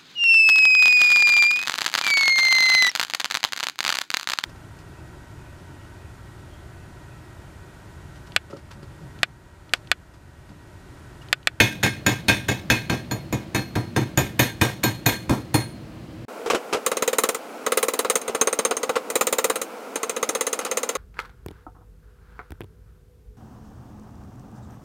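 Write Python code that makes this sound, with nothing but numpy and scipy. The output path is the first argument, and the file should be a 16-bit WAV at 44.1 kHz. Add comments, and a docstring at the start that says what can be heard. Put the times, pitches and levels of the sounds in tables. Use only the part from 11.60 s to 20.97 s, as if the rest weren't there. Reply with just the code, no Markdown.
"""Chipping slag, then double-quick

A hammer chips slag off a welded steel bracket on a workshop bench, about 4.5 blows a second, over a low rumble.
Each blow layers decaying modes (the metal's notes) over coloured noise: a crack and a dying wash.
After a short dropout the scene plays four times as fast: the bracket bumps down in bursts of clatter and boom,
then is hammered on its side, with modes two octaves up and rings a quarter as long, in scratchy runs."""
import sys
import numpy as np
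from scipy.fft import rfft, irfft, next_fast_len
from scipy.io import wavfile
from scipy.ndimage import uniform_filter1d

SR = 44100
rng = np.random.default_rng(int(sys.argv[2]) if len(sys.argv) > 2 else 0)


def output_pcm(signal):
    """Save a mono or channel-first signal as 16-bit PCM at the path in sys.argv[1].

    Samples are clipped to [-1, 1] before scaling.
    """
    pcm = np.clip(np.atleast_2d(signal).T, -1, 1) * 32767
    wavfile.write(sys.argv[1], SR, np.round(pcm).astype(np.int16))


N = 413216  # length in samples

NORMAL, FAST = 1, 4  # playback speed before and after the dropout
TOP_HZ = 15900  # upper band limit
GRAZE_LEAD_S, FAINT_GRAZE_DB = .0037, -24  # how far ahead of the blow; level for blows not in GRAZES
PING_SCATTER_DB = 2  # from blow to blow

# All blow levels are before the trims of the voices and pings.
# Blows on the flat bracket. The swing sets the thud, the cleanness of the contact the clang:
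# start_s, thud_db, clang_db, bracket_ping_db, hammer_ping_db
FLAT_BLOWS = [(0.002, -21, -16, -41, -43), (0.2331, -23.5, -22, -39, -34.5),
              (0.4641, -22, -22.5, -48, -29.5), (0.6833, -22.5, -17.5, -37, -61),
              (0.887, -25, -27.5, -55, -37.5), (1.101, -23, -20.0, -35.5, -41.0),
              (1.298, -24, -31, -40.5, -50), (1.5116, -27, -39, -42, -40),
              (1.7257, -24.5, -38.5, -54, -42.5), (1.947, -24.5, -29.5, -39, -44.0),
              (2.158, -23, -40.5, -45.5, -66), (2.3628, -20.5, -31, -45, -71),
              (2.5746, -20.0, -27.0, -59, -29.5), (2.7928, -20, -21.5, -38, -37),
              (3.013, -20, -22.5, -44, -49), (3.2364, -22.5, -26, -34, -35),
              (3.4621, -21.5, -23, -33.5, -32.5), (3.6947, -19, -36.5, -48, -78),
              (3.9421, -19, -31.5, -30.5, -44.0)]
# Blows on the turned bracket, in four runs: start_s, thud_db, clang_db
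TURNED_BLOWS = [(5.263, -20.0, -23), (5.3158, -20.5, -31), (5.3693, -23, -29.5), (5.4227, -19, -26),
                (5.477, -17.5, -24.5), (5.53, -20, -31), (5.584, -17.5, -21), (5.6356, -18, -24),
                (5.689, -20.5, -25), (5.746, -26.5, -30.5), (6.064, -19, -28.5), (6.12, -17.5, -27),
                (6.1729, -17.5, -22.5), (6.2285, -18, -24.5), (6.2831, -20, -26.5), (6.3357, -24.5, -30),
                (6.3907, -19.5, -23.5), (6.447, -20, -37), (6.4989, -19, -21.5), (6.5552, -21.0, -21.5),
                (6.6152, -35, -38), (6.679, -24.5, -34), (6.748, -20.5, -30.5), (6.8128, -18.5, -21.0),
                (6.8723, -17.5, -27.5), (6.928, -22.5, -28.5), (6.989, -19.5, -26.5), (7.05, -19.0, -24.5),
                (7.1099, -18, -30.0), (7.1677, -28.5, -30), (7.231, -20.5, -32), (7.293, -17.5, -34),
                (7.362, -15.5, -38.5), (7.501, -27, -30.5), (7.5551, -18, -22), (7.61, -17.5, -22.0),
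                (7.669, -22, -23.5), (7.726, -20, -23.5), (7.784, -19, -24.0), (7.8428, -18, -22.5),
                (7.8984, -18.5, -27), (7.9567, -24, -30), (8.0154, -28, -28), (8.357, -25, -27.5),
                (8.431, -23.5, -27), (8.495, -26.5, -25.5), (8.564, -24, -30.5), (8.628, -20.5, -25.5),
                (8.6902, -25.0, -22.5), (8.7499, -22.5, -25.5), (8.8094, -22.5, -21),
                (8.8671, -24.5, -23.5), (8.929, -25.5, -23.5), (8.99, -26.5, -28.5), (9.049, -29.5, -27.5),
                (9.113, -24.0, -25.5), (9.1716, -22.5, -22), (9.2313, -25, -27), (9.2905, -24.5, -24),
                (9.352, -23, -31)]
# The bracket bumps onto the bench, and later rocks on it between blows:
# start_s, level_db (before trim), boom_db (relative to level_db, before trim)
BENCH_BUMPS = [(4.817, -38, 11), (4.86, -17, -4.5), (4.871, -20.5, 2), (4.9, -6, -7), (4.907, -12.5, -21),
               (4.918, -18, 1), (4.933, -16.5, 4), (4.947, -8.5, -2), (5.127, -11.5, -3.5),
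               (5.132, -8, -10), (5.145, -13, 0), (5.168, -23, 2.5), (6.694, -22, 3), (7.356, -13.5, -4),
               (7.38, -39, -12), (9.012, -20, -29), (9.062, -17, -21)]
# Borders of six registers, bench thud, clack, bracket clang, its edge, hammer chink and tick: border_hz
REGISTER_BORDERS = [20, 420, 1400, 2800, 4150, 6300, 16500]

# Pitches and decays of modes, pings, wash and humps are at normal speed; fast playback scales them.
# Modes of bench, bracket and hammer, bracket lying flat: pitch_hz, level_db (relative), t60_s
FLAT_MODES = [(101, -3, .3), (114, 3, .3), (129, 3, .35), (203, -3, .3), (240, -6, .25), (285, -5, .24),
              (312, -2, .25), (341, -6, .25), (385, -9, .25), (505, -16, .25), (727, -14, .3),
              (787, -13, .3), (922, -10, .3), (982, -10, .3), (1599, 1, .29), (1748, -7, .26),
              (1808, -8, .28), (2149, -3, .28), (2369, -11, .28), (2460, 0, .32), (3480, -15, .22),
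              (3569, -7, .3), (3660, -13, .22), (3763, -7, .24), (4490, -15, .2), (4963, -20, .2),
              (4673, -20, .2), (5480, -20, .3), (5626, -17, .36), (6062, -15, .32), (7750, -23, .22),
              (7176, -17, .24), (8900, -18, .24), (10520, -23, .25), (13030, -22, .48)]
# The same with the bracket turned on its side: pitch_hz, level_db (relative), t60_s
TURNED_MODES = [(113, 2, .32), (129, 1, .36), (281, -7, .26), (312, -6, .26), (337, -9, .28),
                (506, -7, .22), (624, -12, .25), (958, -15, .26), (991, -14, .28), (1421, -11, .22),
                (1745, -9, .22), (1778, 0, .25), (1815, -10, .22), (2470, -12, .25), (2500, -12, .25),
                (2569, -4, .3), (2669, -20, .25), (2918, -18, .25), (3110, -11, .22), (3180, -17, .22),
                (3413, -14, .22), (3564, -11, .22), (3625, -12, .22), (3745, -12, .22)]
# Crowded weak modes and the room's answer, merged into a wash: pitch_hz, level_db (per Hz, relative)
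WASH_COLOUR = [(25, -46), (55, -10.5), (120, -3.5), (165, -8), (300, -4), (430, -13), (950, -19),
               (1300, -23.5), (2100, -22.5), (2800, -24), (3600, -22.5), (5000, -32), (13500, -38.5),
               (15600, -42)]
# Short-lived resonances that rise out of the wash: pitch_hz, width_hz, lift_db
WASH_HUMPS = [(1596, 54, 15), (1785, 260, 9.5), (2182, 130, 11.5), (2540, 40, 6), (3405, 48, 6),
              (3770, 48, 5.5), (4400, 330, 1), (5230, 69, 13), (6470, 1100, 7.5), (8900, 310, 10.5),
              (12150, 1100, 6.5)]
# Colour of the bench bumps: pitch_hz, level_db (per Hz, relative)
BENCH_COLOUR = [(59, -60), (100, -37), (295, -12), (471, 0.5), (676, -11), (784, -10), (872, -18),
                (1250, -12.5), (1800, -22.5), (2930, -20.5), (3470, -26.5), (7290, -31), (16000, -49)]
# Colour of the workshop rumble at normal speed: pitch_hz, level_db (per Hz, relative)
ROOM_COLOUR = [(15, -69), (25, -41), (48, -15), (120, -6), (242, -11), (277, -17.5), (317, -8.5),
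               (405, -23.5), (575, -21), (911, -29.5), (3080, -36.5), (3520, -40.5), (4140, -38),
               (5570, -45), (16000, -56)]
# Colour of the rumble at fast speed, as heard: pitch_hz, level_db (per Hz, relative)
FAST_ROOM_COLOUR = [(35, -96), (60, -71), (233, -10), (371, -13.5), (480, -4), (566, -12), (651, -10),
                    (1040, -15.5), (1170, -17.5), (1340, -14), (1740, -26.5), (2350, -23.5), (3500, -32.5),
                    (7940, -36), (16000, -42.5)]
# The level dip where the speed changes: start_s, end_s
SPEED_DROPOUT = (4.652, 4.682)

# Pings are modes or groups that sing out or stay mute, by where the blow lands.
# Flat: three that follow the spot, the bracket's note, the hammer's lower and upper ring.
# Each group lists: pitch_hz, level_db (relative), t60_s
FLAT_PING_MODES = [
    [(2580, 0, .3), (2659, -13, .22)],
    [(3397, 0, .28), (4345, -7, .22), (4430, -7, .22), (5204, -8, .28), (6550, -12, .25)],
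    [(2958, 0, .26), (3030, -6, .2), (3103, -1, .22), (6425, -2, .3)],
    [(4260, 0, .44), (9380, -9, .36)],
    [(6720, -7, .12), (6795, -2, .15), (6865, 0, .22), (6935, -2, .16), (7020, -6, .12)],
    [(12040, -1, .16), (12120, 0, .18), (12210, -2, .15)],
]
# Three groups for the turned bracket: pitch_hz, level_db (relative), t60_s
TURNED_PING_MODES = [
    [(1598, 0, .26)],
    [(2122, 0, .23)],
    [(2174, 0, .28)],
]
# Where the blows land along the weld, lying flat: start_s, spot (0-1)
FLAT_PATH = [(0, 0.15), (.68, 0.24), (1.2, 0.25), (2, 0.52), (2.6, 0.59), (3.3, 0.9), (3.9, 0.97)]
# Where they land on the turned bracket: start_s, spot (0-1)
TURNED_PATH = [(5.26, 0.23), (5.35, 0.49), (5.65, 0.094), (6.07, 0.43), (6.2, 0), (6.39, 0.23),
               (6.55, 0.56), (7.15, 0.77), (7.3, 0.32), (7.55, 0.18), (7.78, 0.12), (7.9, 0.18), (8.4, 1),
               (9.35, 1)]
# Glancing blows that graze the weld just before landing: start_s (of the blow), level_db (relative to it)
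GLANCING_BLOWS = [(.2324, -3.5), (.887, -7), (1.298, -18), (2.158, -5.5), (3.2362, -7), (3.4627, -11)]
# How each register answers a blow on the flat bracket, from thud to tick:
# trim_db, clang_share (0-1, rest follows the thud), along_db (gained along the weld),
# ring_db (modes over wash), wash_t60_s, crack_db, rise_s (time constant)
FLAT_REGISTER_VOICES = [(1, 0, -0.5, -7, 0.26, 25.5, 0.0051), (-5, 0.22, 0.9, -5, 0.25, -40, 0.00045),
                        (0.5, 0.79, -2.5, -2, 0.31, 2, 0.000079), (-8.5, 0.85, 1, 0.5, 0.37, -14, .0002),
                        (-12.5, 0.67, 0.5, -5.5, 0.31, 6, 0.00024), (-14.5, 0.76, 7, -8, 0.32, 7.5, .0002)]
# The turned bracket, lower four registers only. Same columns, times at normal speed:
# trim_db, clang_share (0-1), along_db, ring_db, wash_t60_s, crack_db, rise_s
TURNED_REGISTER_VOICES = [(-0.5, 0.086, 0, 4, 0.26, -3.5, 0.0065), (-5, 0.4, -.8, -1.5, 0.31, -30, 0.0029),
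                          (-.5, 1, -4, 3, 0.35, -5, 0.0018), (-6, 0.96, -8.5, 5.5, 0.56, 3, 0.00037)]
# A ping is loudest at one spot and fades with the square of the distance, in the order of the pings.
# Levels are over the clang, before the ping trim: over_db, best_spot (0-1), lost_db (a whole weld away)
FLAT_PING_LAWS = [(-10, .1, 15), (-10.5, 0, 40), (-16, 0.42, 14.5)]
# The turned bracket's pings: over_db, best_spot (0-1), lost_db
TURNED_PING_LAWS = [(1.5, 0.7, 62), (-4, 0.29, 16), (0.5, 0.72, 143)]
# The hammer's upper ring, over the mean of clang and hammer ping: over_db, best_spot (0-1), lost_db
UPPER_RING_LAW = (-2.5, 1, 21)


def amp(db):
    """Decibels to gain."""
    return 10 ** (np.asarray(db) / 20)


def rms(x):
    """Root mean square."""
    return np.sqrt(np.mean(x ** 2) + 1e-20)


def along(points, hz):
    """Read a table of pitch and level on a logarithmic pitch axis."""
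    pitch_hz, level_db = np.transpose(points)
    return np.interp(np.log(hz + 1), np.log(pitch_hz + 1), level_db)


def noise(gain, size):
    """Noise of rms 1, coloured by a gain that depends on frequency."""
    m = next_fast_len(size)
    spectrum = rfft(rng.standard_normal(m)) * gain(np.fft.rfftfreq(m, 1 / SR))
    x = irfft(spectrum, m)[:size]
    return x / rms(x)


def add(track, start_s, sound):
    """Mix a sound into the track, trimming whatever falls outside."""
    start = round(start_s * SR)
    sound = sound[max(-start, 0):N - start]
    track[max(start, 0):][:len(sound)] += sound


def workshop():
    """Steady rumble of coloured noise, with another colour once the scene runs fast."""
    slow = amp(-38.0) * noise(lambda hz: amp(along(ROOM_COLOUR, hz)), size=N)
    fast = amp(-37.0) * noise(lambda hz: amp(along(FAST_ROOM_COLOUR, hz)), size=N)
    return np.where(np.arange(N) / SR < SPEED_DROPOUT[1], slow, fast)


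def graze(blow_sound, graze_db):
    """A light scrape of treble noise, scaled to the first 50 ms of the blow it precedes."""
    scrape = noise(lambda hz: wash_gain(hz) * (hz > 900), size=int(GRAZE_LEAD_S * SR))
    return amp(graze_db) * rms(blow_sound[:SR // 20]) * scrape


def spot_at(path, s):
    """Place on the weld that is struck at time s."""
    return np.interp(s, *np.transpose(path))


def ping_level(law, db, spot):
    """A ping is loudest at its best spot, with random scatter from blow to blow."""
    over_db, best_spot, lost_db = law
    scatter_db = PING_SCATTER_DB * rng.standard_normal()
    return db + over_db - lost_db * (spot - best_spot) ** 2 + scatter_db


def ring(modes, t, scatter_db, blur):
    """Decaying modes at new strengths: loud at first, then wavering in level and phase among the reflections."""
    out = np.zeros(len(t))
    knots = np.arange(0, t[-1] + .03, .018)
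    for pitch_hz, level_db, t60_s in modes:
        chance = (pitch_hz / 3000) ** .35  # short waves depend more on the spot struck
        wobble = rng.standard_normal(len(knots)) + 1j * rng.standard_normal(len(knots))
        waver = np.interp(t, knots, 1 + chance * blur * wobble)
        swing = (waver * np.exp(2j * np.pi * (pitch_hz * t + rng.random()))).real
        strength_db = level_db + chance * scatter_db * rng.standard_normal()
        out += amp(strength_db - 60 * t / t60_s) * swing
    return out * (1 + amp(-1 - 60 * t / 0.12))


def wash_gain(hz):
    """Colour of the wash with its resonant humps."""
    humps_db = sum(lift_db / (1 + (2 * (hz - centre_hz) / width_hz) ** 2)
                   for centre_hz, width_hz, lift_db in WASH_HUMPS)
    return amp(along(WASH_COLOUR, hz) + humps_db)


def lumps(t, depth_db):
    """Crumbling slag and small rebounds make the noise of a blow ragged."""
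    knots = np.arange(0, t[-1] + .03, .008)
    return amp(depth_db * np.interp(t, knots, rng.standard_normal(len(knots))))


def blow(thud_db, clang_db, spot, ping_dbs, modes, pings, voices, ping_trim_db, ragged_db, speed):
    """One blow: singing pings, and in each register a crack, a dying wash and ringing modes."""
    t = np.arange(SR * 2 // 5 // speed) * speed / SR  # the workshop's own time
    early = t < .06  # stretch on which levels are set
    out, ragged = np.zeros(len(t)), lumps(t, ragged_db)
    for ping, level_db in zip(pings, ping_dbs):
        tone = ring(ping, t, scatter_db=2, blur=.4) * (1 - np.exp(-t / .0003))
        out += amp(level_db + ping_trim_db) * tone / rms(tone[early])
    for lo, hi, voice in zip(REGISTER_BORDERS, REGISTER_BORDERS[1:], voices):
        trim_db, clang_share, along_db, ring_db, wash_t60_s, crack_db, rise_s = voice
        level_db = thud_db + clang_share * (clang_db - thud_db) + along_db * spot
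        wash = noise(lambda hz: wash_gain(hz / speed) * (hz >= lo * speed) * (hz < hi * speed), size=len(t))
        crack = amp(crack_db - 60 * t / 0.012)
        wash *= ragged * amp(-60 * t / wash_t60_s) + crack
        metal = ring([m for m in modes if lo <= m[0] < hi], t, scatter_db=4, blur=.4)
        layer = wash / rms(wash[early]) + amp(ring_db) * metal / rms(metal[early])
        layer *= (1 - np.exp(-t / rise_s)) ** 2  # heavy things take longer to get moving
        out += amp(level_db + trim_db) * layer / rms(layer[early])
    return out


def hammer():
    """Even blows that work along the weld, each with a graze a few milliseconds ahead, mostly faint."""
    out = np.zeros(N)
    for start_s, thud_db, clang_db, bracket_db, hammer_db in FLAT_BLOWS:
        spot = spot_at(FLAT_PATH, start_s)
        ping_dbs = [ping_level(law, clang_db, spot) for law in FLAT_PING_LAWS]
        upper_db = ping_level(UPPER_RING_LAW, (clang_db + hammer_db) / 2, spot)
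        ping_dbs += [bracket_db, hammer_db, upper_db]
        sound = blow(thud_db, clang_db, spot, ping_dbs, FLAT_MODES, FLAT_PING_MODES,
                     FLAT_REGISTER_VOICES, ping_trim_db=2.0, ragged_db=2.0, speed=NORMAL)
        add(out, start_s, sound)
        near = (db for when, db in GLANCING_BLOWS if abs(when - start_s) < .05)
        add(out, start_s - GRAZE_LEAD_S, graze(sound, next(near, FAINT_GRAZE_DB)))
    return out


def bumps():
    """The hand damps the steel: each contact is a dull clatter and a boom of the bench."""
    out, t = np.zeros(N), np.arange(SR // 5) / SR
    for start_s, level_db, boom_db in BENCH_BUMPS:
        clatter = noise(lambda hz: amp(along(BENCH_COLOUR, hz)) * (hz > 700), size=len(t))
        boom = noise(lambda hz: amp(along(BENCH_COLOUR, hz)) * (hz <= 700), size=len(t))
        clatter *= amp(level_db - 9.5 - 60 * t / 0.096) * (1 - np.exp(-t / 0.00037))
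        boom *= amp(level_db + boom_db - 2.5 - 60 * t / 0.085) * (1 - np.exp(-t / 0.0014))
        add(out, start_s, clatter + boom)
    return out


def fast_hammer():
    """Runs of blows to and fro along the turned bracket; fast playback raises pitch and shortens rings."""
    out = np.zeros(N)
    for start_s, thud_db, clang_db in TURNED_BLOWS:
        spot = spot_at(TURNED_PATH, start_s)
        ping_dbs = [ping_level(law, clang_db, spot) for law in TURNED_PING_LAWS]
        sound = blow(thud_db, clang_db, spot, ping_dbs, TURNED_MODES, TURNED_PING_MODES,
                     TURNED_REGISTER_VOICES, ping_trim_db=-1.25, ragged_db=-0.5, speed=FAST)
        add(out, start_s, sound)
    return out


def scene():
    """All sources, in mono."""
    return (workshop() + hammer() + bumps() + fast_hammer())[None]


def record(dry):
    """A brief dropout at the change of speed, soft clipping and a steep band limit."""
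    t = np.arange(N) / SR
    dropped = (t > SPEED_DROPOUT[0]) & (t < SPEED_DROPOUT[1])
    x = dry * uniform_filter1d(np.where(dropped, amp(-34), 1), size=64)
    x = x / (1 + (x / .95) ** 6) ** (1 / 6)  # soft clip towards .95
    m = next_fast_len(N + SR // 2)
    band_gain = 1 / np.sqrt(1 + (np.fft.rfftfreq(m, 1 / SR) / TOP_HZ) ** 160)
    return irfft(rfft(x, m) * band_gain, m)[:, :N]


dry = scene()
out = record(dry)
output_pcm(out)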